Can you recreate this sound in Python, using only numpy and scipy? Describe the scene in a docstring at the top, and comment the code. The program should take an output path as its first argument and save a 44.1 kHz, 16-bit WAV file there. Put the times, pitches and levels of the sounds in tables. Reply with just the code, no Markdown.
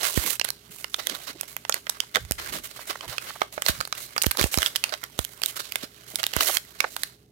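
"""Hands tear a card-backed plastic blister pack open, close to the right port of a phone over a desk.
Over faint hum and room air, a long rip of card fibres opens the scene, with a first ringing snap and thump.
Then fingers scuff the pack, grains of card rub, dull knocks fall, and plastic snaps, most densely past 4 s.
Some snaps overload the near microphone into a low thump; a small room answers throughout.
A second long rip comes after 6.3 s, then the last snaps and scuffs die down into the room's quiet."""
import sys
import numpy as np
from scipy import signal
from scipy.fft import rfft, irfft
from scipy.io import wavfile
from scipy.ndimage import uniform_filter1d, minimum_filter1d

SR = 44100
rng = np.random.default_rng(int(sys.argv[2]) if len(sys.argv) > 2 else 0)


def unload_wav(signal):
    """Save mono or channel-first audio to the path in sys.argv[1] as 16-bit WAV at rate SR, clipped to [-1, 1]."""
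    wavfile.write(
        sys.argv[1],
        SR,
        np.round(np.clip(np.atleast_2d(signal).T, -1, 1) * 32767).astype(np.int16),
    )


N = 322371
TIME = np.arange(N) / SR


def amp(db):
    """Turn decibels into gain."""
    return 10 ** (np.asarray(db) / 20)


def unit(x):
    """Scale a sound to rms 1."""
    return x / np.sqrt(np.mean(x ** 2) + 1e-18)


def curves(table):
    """Join each column of a table by straight lines in time."""
    s, *columns = np.transpose(table)
    return [np.interp(TIME, s, column) for column in columns]


def band(x, low_hz, high_hz, order=2):
    """Keep the sound between two frequencies (Butterworth band-pass)."""
    edges = [low_hz, min(high_hz, SR / 2 - 2000)]
    return signal.sosfilt(signal.butter(order, edges, "band", fs=SR, output="sos"), x)


def fade(t, t60):
    """Die away smoothly, by 60 dB in t60 seconds."""
    return np.exp(-np.log(1000) * t / max(t60, 1e-3))


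def add(track, s, sound):
    """Mix a sound into a track, starting at s seconds."""
    i = max(int(s * SR), 0)
    track[i:i + len(sound)] += sound[:max(N - i, 0)]


def walk(rate):
    """Wander between random levels, a new one every 1 / rate s, joined by straight ramps; rms 1."""
    k = max(int(SR / rate), 2)
    steps = np.repeat(rng.standard_normal(N // k + 1), k)
    return unit(uniform_filter1d(steps, k)[:N])


BODY_LOW_HZ, BODY_TOP_HZ, HISS_LOW_HZ = 467, 2186, 6040  # edges of a snap's body, middle and crack
# base ring of a snap with equal body and crack; it doubles with this much more body than crack
SNAP_T60_S, SNAP_T60_DOUBLES_DB = 0.011, 39
# snaps favour the near port more than rubbing does; each dB of body evens this out by so many dB
SNAP_NEAR_DB, SNAP_SPREAD = 2.5, 0.099
# plastic buckling: (t/s, base level/dB, lower panel ring f/Hz, upper panel ring f/Hz,
# body level/dB over the middle, crack level/dB over the middle)
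BUCKLES = [(0.1747, -17.5, 1860, 3170, 19, -0.5), (0.3963, -14, 1620, 4230, -6, -9),
           (0.4132, -12.5, 1930, 2780, -8, -23), (0.4449, -18, 1500, 4450, -3, 6),
           (0.4483, -15.5, 2000, 3970, 1, 8), (0.4878, -21.5, 1600, 4380, -2, -1),
           (0.5036, -16.5, 1240, 4300, -10.5, 0.5), (0.8434, -19, 2080, 2880, -1, -8),
           (0.9429, -13, 1320, 3550, -9.5, -13), (1.0701, -13.0, 2050, 3340, -5, 0),
           (1.0972, -18, 1960, 3200, -7, -3), (1.4107, -17, 1460, 2570, -8.5, 8.5),
           (1.432, -29, 1480, 2530, 6, -3), (1.5656, -19.5, 2030, 2300, -1, 4.5),
           (1.6502, -24.5, 2070, 2680, 2, -13), (1.6951, -10, 1370, 6700, 7, 5),
           (1.7239, -16, 2200, 4340, -16, -17), (1.7422, -13.5, 2010, 4440, -1.5, 4.5),
           (1.868, -24, 2080, 3060, 4, -10), (1.8944, -16.5, 1760, 3860, -6, -3),
           (1.8976, -14.5, 1210, 5950, -9.5, 6.5), (2.0029, -11.5, 2090, 2990, -17, -7),
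           (2.1491, -14.5, 2060, 3620, -6.5, -15), (2.157, -7.5, 2000, 3600, 5, -6),
           (2.168, -13.5, 1550, 3180, 8, -7), (2.2502, -35.5, 2010, 4460, 0, 1),
           (2.3101, -14.5, 684, 6540, -3, 5), (2.32, -16, 2040, 5130, -9, 6.5),
           (3.0084, -26.0, 1080, 3060, -1, -22), (3.1816, -16, 1270, 2570, -5.5, -14),
           (3.417, -9, 1263, 3280, 11.5, -12), (3.578, -18.5, 610, 2200, 15, -20),
           (3.621, -15.5, 1620, 3010, -1.5, 2.5), (3.663, -11.0, 2060, 4230, -5, -11),
           (3.6844, -11, 1420, 4140, -1, 0), (3.8043, -19, 1240, 4200, -4, -12),
           (3.81, -15, 1330, 4720, 3.5, -4), (3.8516, -24, 1410, 4200, -10, -6),
           (3.8748, -28.5, 1240, 6440, 9.5, 10.5), (3.9258, -15.5, 1250, 3960, -1, -11),
           (4.1634, -17.5, 1170, 3340, 16, 4), (4.1792, -12.5, 1460, 4660, -2, -9),
           (4.218, -14, 1560, 2890, -14, -5), (4.2224, -6.5, 1480, 6300, -30, 8.5),
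           (4.2354, -16, 1780, 5950, -5, 1.5), (4.242, -17, 1310, 2870, 6, -9),
           (4.2617, -17.5, 1740, 4410, -20, 0), (4.2656, -12.5, 1810, 3100, -4.5, 3),
           (4.311, -14.5, 1650, 4220, -1.5, 2), (4.3148, -14.5, 1590, 4400, 4.5, 8.5),
           (4.3716, -17.0, 1220, 3980, -5, 1), (4.4124, -12, 1830, 2240, 1, 3),
           (4.428, -15.5, 2100, 3260, -7, -8), (4.4405, -12, 640, 2740, 0.5, 0.5),
           (4.5415, -13.5, 1660, 3950, -1.5, -2.5), (4.5742, -13, 1220, 5100, -5, 1),
           (4.5855, -13.5, 1300, 4110, -2, -1), (4.62, -16.5, 2030, 3390, -4, -3),
           (4.6289, -11, 2060, 2940, 0.5, -4), (4.6615, -9, 2120, 3360, -40.5, -13),
           (4.669, -22, 1110, 2770, -17, -7), (4.752, -25.5, 1990, 3720, 0, -5),
           (4.7591, -11.5, 1750, 3000, -12, -4), (4.7636, -16.5, 2070, 3270, -21, -2),
           (4.8394, -7.5, 1630, 2730, -13, -8), (4.893, -26, 1160, 4470, -13, -11),
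           (4.9383, -18, 2020, 3800, -2.5, -15), (5.0384, -21.5, 2010, 3170, 1, 2.5),
           (5.1902, -13.0, 1860, 3400, -1.5, -1), (5.249, -19.5, 1620, 3150, -13, 5),
           (5.418, -21.5, 2000, 2480, -5, -2), (5.4349, -12, 1350, 4400, -9, -5),
           (5.4599, -12.5, 1640, 3850, -21, 4), (5.7216, -20.5, 1460, 2520, -18, -0.5),
           (5.7566, -13.5, 2150, 3600, 2.5, 0.5), (6.1568, -13.5, 2070, 3780, -12.5, 3.5),
           (6.231, -17.0, 1910, 3880, 0.5, -0.5), (6.239, -12.5, 1920, 2840, -8, -10),
           (6.2657, -12.5, 1560, 3690, -12, 0), (6.336, -18, 1960, 2910, -6, -3.5),
           (6.3648, -12, 2020, 2400, 6, 3.5), (6.407, -9.0, 1240, 2960, -1, -4.5),
           (6.5697, -9.5, 1070, 3190, -12, -4), (6.804, -6, 1810, 2220, -6.5, -11.5),
           (6.8421, -17, 2130, 4200, 13, -24), (6.965, -18.5, 2020, 4130, 3.5, 3),
           (7.034, -14, 1950, 4050, -4, -1)]
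# where the hands work, for snaps and rubbing: (t/s, near port over far port level/dB)
NEARNESS = [(0, 13), (.32, 13.5), (.6, 10), (1.1, 12.5), (1.6, 9.5), (2.15, 9), (2.55, 8), (3.2, 8),
            (3.9, 8.5), (4.6, 7), (5.2, 11.5), (5.6, 10), (6.2, 8), (6.5, 11.5), (7, 7.5)]


def snaps(ring_db=-2, attack_s=0.0002, body_decay=1.17, crack_decay=0.81, gain_db=1.5,
          cavity_hz=612, cavity_t60=0.022, cavity_db=-22):
    """Each buckle rings two panel modes and the hollow blister under a crack; returns near and far sound."""
    t = np.arange(SR // 25) / SR
    span = SR * .002
    noise = rng.standard_normal((len(BUCKLES), 3, len(t)))
    bodies = band(noise[:, 0], BODY_LOW_HZ, BODY_TOP_HZ, order=3)
    middles = band(noise[:, 1], BODY_TOP_HZ, HISS_LOW_HZ)
    cracks = band(noise[:, 2], HISS_LOW_HZ, 15050, order=3)

    def burst(x, t60):
        """A fast rise and a decay, with the energy of 2 ms at rms 1."""
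        y = x * (1 - np.exp(-t / attack_s)) * fade(t, t60)
        return y * np.sqrt(span / np.sum(y ** 2))

    def ring(hz):
        """A steady panel tone at rms 1."""
        return unit(np.sin(2 * np.pi * hz * t))

    cavity = amp(cavity_db) * burst(np.sin(2 * np.pi * cavity_hz * t), cavity_t60)
    near, far = np.zeros(N), np.zeros(N)
    for buckle, body, middle, crack in zip(BUCKLES, bodies, middles, cracks):
        s, db, low_hz, high_hz, low_db, crack_db = buckle
        # broad, dull buckles ring on; small bright creases stop sooner
        t60 = SNAP_T60_S * 2 ** ((low_db - crack_db) / SNAP_T60_DOUBLES_DB)
        low = burst(unit(body) + amp(ring_db) * ring(low_hz), t60 * body_decay) + cavity
        high = burst(unit(middle) + amp(ring_db + 1.0) * ring(high_hz), t60)
        bright = burst(crack, t60 * crack_decay)
        mix = unit(amp(low_db) * low + high + amp(crack_db) * bright)
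        snap = amp(db + gain_db) * mix * np.sqrt(span / len(t))
        near_db = np.interp(s, *np.transpose(NEARNESS))
        add(near, s, snap)
        add(far, s, snap * amp(SNAP_SPREAD * low_db - SNAP_NEAR_DB - near_db))
    return near, far


# resonances of the pack under rubbing: (f/Hz, width f/Hz, base level/dB)
PACK = [(601, 120, 11.5), (1140, 91, 1), (1480, 520, 5.5), (2086, 210, 5.5), (3020, 750, 6.5),
        (3880, 755, 5.5), (4230, 390, -2), (11750, 1700, -9.5)]


def rubbing(slip_db=2.5, slip_rate=110, thud_db=-13, grip_db=4, grip_rate=22, crackle_db=-5.5,
            body_hz=660, middle_hz=2000, hiss_hz=6300):
    """Card slides and tears in uneven slips whose grains ring the pack; returns near and far sound."""
    body_gain, middle_gain, hiss_gain = friction()
    level_db = 20 * np.log10(middle_gain)
    fibres = grains(rate=1700, spread_db=3.5, smooth_db=-1) * amp(slip_db * walk(slip_rate))
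    card = fibres.copy()
    for hz, width, db in PACK:
        # the shifting grip damps now one resonance, now another
        grip = amp(db + grip_db * walk(grip_rate))
        card += grip * band(fibres, hz - width / 2, hz + width / 2, order=1)
    # slow handling lets single creases stand out; in a fast tear they merge into the hiss
    crease_gain = amp(crackle_db - 0.12 * np.maximum(level_db + 45.0, 0))
    card = unit(card) + crease_gain * crackles()
    body = unit(band(card, body_hz, middle_hz, order=3))
    middle = unit(band(card, middle_hz, hiss_hz, order=3))
    hiss = unit(band(card, hiss_hz, 15500, order=3))
    # the whole pack flexes in the hands with a soft low rustle
    flex = unit(band(rng.standard_normal(N), 290, 620, order=3)) * amp(2.5 * walk(18))
    sound = body_gain * (body + amp(thud_db) * flex) + middle_gain * middle + hiss_gain * hiss
    return sound, sound * amp(-curves(NEARNESS)[0])


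HANDLING_BRIGHT_DB = -1
CARD_BODY_DB, BODY_LOSS = -4.5, 0.59  # body over the middle band; dB of body lost per dB of brightness
STROKE_ATTACK_S, STROKE_RELEASE_S = 0.0058, 0.011
# two long rips of the card, one curve each: (t/s, level/dB, brightness level/dB)
RIPS = [
    [(0, -29, 1), (.02, -25.5, -3), (.065, -23, 1.5), (.13, -33.5, 3), (.16, -28.5, 2.5), (.25, -26.5, 1.5),
     (.33, -26, 5), (.37, -44, 2)],
    [(6.33, -37.5, -5), (6.395, -29, -2), (6.41, -18.5, -1), (6.45, -30, 4), (6.49, -22, 1),
     (6.52, -26.5, 4), (6.565, -29.5, 5), (6.62, -61.5, -4)],
]
# strokes of fingers and card sliding over the pack:
# (start t/s, length t/s, level/dB, brightness level/dB)
STROKES = [(0.438, 0.047, -38, -3.5), (0.704, 0.13, -45, 4.5), (.89, .08, -57, 11),
           (0.981, 0.018, -31.5, -7.5), (1.086, 0.07, -33, -4), (1.21, 0.04, -42, 0.5),
           (1.267, .037, -30.5, -4), (1.38, 0.081, -46, -3), (1.474, 0.06, -44, 3), (1.678, 0.13, -52, 2),
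           (1.751, 0.017, -34.5, -8.5), (1.897, 0.072, -49, -12), (1.994, 0.046, -51, -15),
           (2.14, 0.027, -28.5, -4.5), (2.379, 0.026, -30, -5), (2.404, 0.1, -35.5, -2),
           (2.521, 0.053, -27.5, -2), (2.632, 0.031, -37, 3), (2.76, 0.064, -39, -2),
           (2.867, 0.038, -34, 2), (2.891, 0.016, -25, -7), (3.019, 0.024, -40, -9),
           (3.073, 0.063, -37, -2.5), (3.213, .04, -38, -0.5), (3.261, 0.039, -32, -4),
           (3.404, 0.019, -34, -5), (3.52, 0.037, -42, 2.5), (3.647, 0.044, -33.5, 1.5),
           (3.682, 0.015, -20, -1), (3.942, 0.065, -40, -3.5), (3.973, 0.082, -39.5, 4.5),
           (4.379, 0.031, -23, -4), (4.412, 0.059, -33.5, 3.5), (4.512, 0.042, -32, 6),
           (4.571, .1, -31.5, 0.5), (4.828, 0.073, -42, -7.5), (4.92, 0.0095, -29, -9.5),
           (5.028, 0.011, -38, -17), (5.174, 0.064, -42.5, 4), (5.265, 0.11, -57.5, 8.5),
           (5.426, 0.075, -34.5, 2), (5.555, 0.014, -29, 1.5), (5.59, 0.0095, -26.5, -1),
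           (5.824, 0.01, -28, -2.5), (6.073, 0.1, -46, 3.5), (6.184, .02, -37, -1.5),
           (6.808, 0.06, -46.5, -15.5), (6.874, 0.16, -54, 9), (7.03, 0.049, -57, 6)]
# the pack rustling in the grip between strokes: (t/s, level/dB)
HANDLING = [(0, -70.5), (.45, -54.5), (.56, -52.5), (.9, -52), (1.1, -37), (1.35, -53), (1.45, -62),
            (1.63, -53.5), (1.95, -52), (2.09, -51), (2.2, -50), (2.35, -52), (2.5, -57.5), (2.7, -47),
            (3.35, -45), (3.49, -56), (3.75, -40), (3.9, -52.5), (4.3, -43), (4.85, -46), (5.1, -51),
            (5.5, -48), (5.8, -44), (5.9, -53), (6.04, -52.5), (6.3, -43), (6.7, -49.5), (7.06, -48.5),
            (7.18, -63.5), (7.31, -70)]


def friction():
    """Gains of card body, middle and hiss: grip, rips and strokes add power; bright contact has less body."""
    def power(db, bright_db):
        """Power in the three bands."""
        return amp([db + CARD_BODY_DB - BODY_LOSS * bright_db, db, db + bright_db]) ** 2

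    total = power(curves(HANDLING)[0], HANDLING_BRIGHT_DB)
    for rip in RIPS:
        total += power(*curves(rip)) * (TIME >= rip[0][0]) * (TIME <= rip[-1][0])
    t = np.arange(SR // 4) / SR
    for s, length, db, bright_db in STROKES:
        release = np.exp(-np.maximum(t - length, 0) / STROKE_RELEASE_S)
        envelope = np.minimum(t / STROKE_ATTACK_S, 1) * release
        for track, strength in zip(total, power(db, bright_db)):
            add(track, s, strength * envelope ** 2)
    return np.sqrt(total)


def grains(rate, spread_db, smooth_db):
    """Fibres letting go: many tiny clicks, a few much larger, over smooth sliding noise."""
    size = amp(spread_db * np.minimum(rng.exponential(size=N), 5.5))
    clicks = (rng.random(N) < rate / SR) * size * rng.choice([-1, 1], N)
    return unit(unit(clicks) + amp(smooth_db) * rng.standard_normal(N))


def crackles(spread_db=5.0, t60=0.016, count=1000, noise_db=0):
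    """Small creases give way at random, each with a size and a pitch of its own."""
    t = np.arange(SR // 100) / SR
    track = np.zeros(N)
    for when, pitch, size in rng.random((count, 3)):
        hz = 900 * 7 ** pitch  # 900 to 6300 Hz
        noise = amp(noise_db) * rng.standard_normal(len(t))
        tick = (np.sin(2 * np.pi * hz * t) + noise) * fade(t, t60)
        add(track, when * N / SR, tick * amp(spread_db * min(-np.log(1 - size), 3)))
    return unit(track)


# moments that overload the near microphone: (t/s, base thump level/dB)
OVERLOADS = [(.175, -8.5), (2.3102, -17), (3.695, -16), (4.2658, -9.5), (4.4118, -15.5), (4.4415, -10),
             (4.5754, -12), (5.1905, -16.5), (6.3654, -16)]


def thumps(ring_hz=64, t60=0.071, push_s=0.0014, push_db=2, cut_hz=24):
    """An overload shoves the near microphone off centre; its low-cut swings back in a few slow cycles."""
    t = np.arange(SR // 8) / SR
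    push = -amp(push_db) * np.sin(np.pi * t[t < push_s] / push_s)
    swing = np.sin(2 * np.pi * ring_hz * t + 1.33) * fade(t, t60) * (1 - np.exp(-t / 0.00042))
    track = np.zeros(N)
    for s, db in OVERLOADS:
        add(track, s, amp(db) * np.concatenate([push, swing]))
    return band(track, cut_hz, 16000)


# low bumps of the hands, dull knocks and a few short, weak snaps of the pack:
# (middle t/s, length t/s, base level/dB, centre f/Hz)
KNOCKS = [(0.262, 0.045, -48, 340), (0.701, 0.014, -54, 250), (1.119, .047, -47.5, 380),
          (1.301, 0.014, -51, 448), (1.359, 0.011, -47, 400), (2.17, 0.018, -34, 490),
          (2.251, 0.11, -49, 91), (2.455, 0.23, -55, 69.4), (2.556, 0.07, -48, 292),
          (2.794, 0.0037, -40, 1030), (2.958, 0.0029, -33, 1350), (3.045, 0.028, -47, 1050),
          (3.095, 0.037, -48, 109), (3.133, 0.032, -45, 1100), (3.306, 0.0044, -37.5, 1590),
          (3.361, 0.011, -45.5, 1090), (3.782, 0.059, -47.5, 121), (4.394, 0.0064, -28.5, 467),
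          (4.352, 0.0067, -39, 1350), (4.462, 0.003, -32.5, 610), (5.839, 0.0054, -37, 404),
          (6.141, 0.0085, -45.5, 478), (6.497, 0.0099, -28.5, 940), (6.846, 0.0074, -27, 1125)]


def knocks():
    """Low bumps, dull knocks and short, weak snaps: swells of noise, each over one and a half octaves wide."""
    t = np.arange(SR // 2) / SR - 1 / 4
    track = np.zeros(N)
    for s, length, db, hz in KNOCKS:
        swell = np.exp(-2 * (t / length) ** 2)
        noise = unit(band(rng.standard_normal(len(t)), hz / 2.23, hz * 1.42, order=3))
        add(track, s + t[0], amp(db + 7.0) * swell * noise)
    return track


def far_port(straight, scattered, low_db=-1, straight_db=-30, scattered_db=-2, split_hz=900):
    """The left port hears late: low sound bends round the phone, treble comes mostly by scattering."""
    bent = amp(straight_db) * straight + amp(low_db) * band(straight, 60, split_hz, order=1)
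    diffuse = band(scattered, 600, 20000, order=1)
    sound = bent + amp(scattered_db) * diffuse
    lag = 13  # samples
    return np.concatenate([np.zeros(lag), sound[:-lag]])


def room(x, low_t60=0.13, high_t60=0.27, low_db=0, high_db=-3, build_s=0.0014, delay_s=0.005):
    """A small room: a diffuse tail builds up within a few milliseconds, and its treble lasts longest."""
    t = np.arange(SR // 2) / SR
    low = band(rng.standard_normal(len(t)), 150, 4100, order=1) * fade(t, low_t60)
    high = band(rng.standard_normal(len(t)), 3900, 14000, order=1) * fade(t, high_t60)
    build = 1 - np.exp(-np.maximum(t - delay_s, 0) / build_s)
    response = (amp(low_db) * low + amp(high_db) * high) * build
    return signal.fftconvolve(x, response / np.linalg.norm(response))[:N]


def coloured(points):
    """Shape noise to a spectrum of (f/Hz, level/dB) points, at rms 1."""
    hz, db = np.transpose(points)
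    f = np.maximum(np.arange(N // 2 + 1) * SR / N, 1)
    gain = amp(np.interp(np.log(f), np.log(hz), db))
    return unit(irfft(rfft(rng.standard_normal(N)) * gain, N))


AIR_DB, FLOOR_SPLIT_HZ = -59, 520  # level before filtering; where shared bass gives way to separate hiss
# spectrum of the room air: (f/Hz, relative level/dB)
AIR = [(20, -31.5), (40, -7), (65, -4.5), (130, 4), (220, -0.5), (420, -2.5), (500, -13), (750, -13),
       (1500, -44), (4000, -53), (16000, -45)]
# mains and fan hum, with slightly wavering pitch: (f/Hz, level/dB in the right channel)
HUM = [(59.5, -66), (119.5, -65), (414.5, -66.5)]


def background(left_db=-2.5):
    """Room air is shaped noise and hum is sines; both ports share the bass, but not the hiss."""
    hum = sum(amp(db) * unit(np.sin(2 * np.pi * hz * TIME + 3.67 * walk(2.2))) for hz, db in HUM)
    bass = hum + amp(AIR_DB) * band(coloured(AIR), 18, FLOOR_SPLIT_HZ)
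    left, right = (amp(AIR_DB) * band(coloured(AIR), FLOOR_SPLIT_HZ, 17000) for _ in range(2))
    return np.array([amp(left_db) * bass + left, bass + right])


def scene(room_left_db=-9, room_right_db=-9.5, knock_left_db=-8):
    """The pack is beside the right port; its far side radiates its own sound; both ports hear the room."""
    near, far = np.add(snaps(), rubbing())
    # same snaps and strokes, with freshly drawn grains, crackles and noise
    scattered = np.add(snaps(), rubbing())[1]
    dull = knocks()
    left = far_port(far, scattered) + amp(knock_left_db) * dull + amp(room_left_db) * room(far)
    right = near + thumps() + dull + amp(room_right_db) * room(far)
    return np.array([left, right]) + background()


TOP_HZ = 16000


def record(dry, ceiling=0.99, hold_s=0.00067):
    """A fast limiter ducks both channels together at peaks over the ceiling, and the top is cut."""
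    hold = max(int(hold_s * SR), 2)
    gain = np.minimum(1, ceiling / (np.abs(dry).max(axis=0) + 1e-9))
    gain = uniform_filter1d(minimum_filter1d(gain, hold), hold)
    steep = signal.ellip(10, .2, 80, TOP_HZ, fs=SR, output="sos")
    return signal.sosfilt(steep, dry * gain)


dry = scene()
out = record(dry)
unload_wav(out)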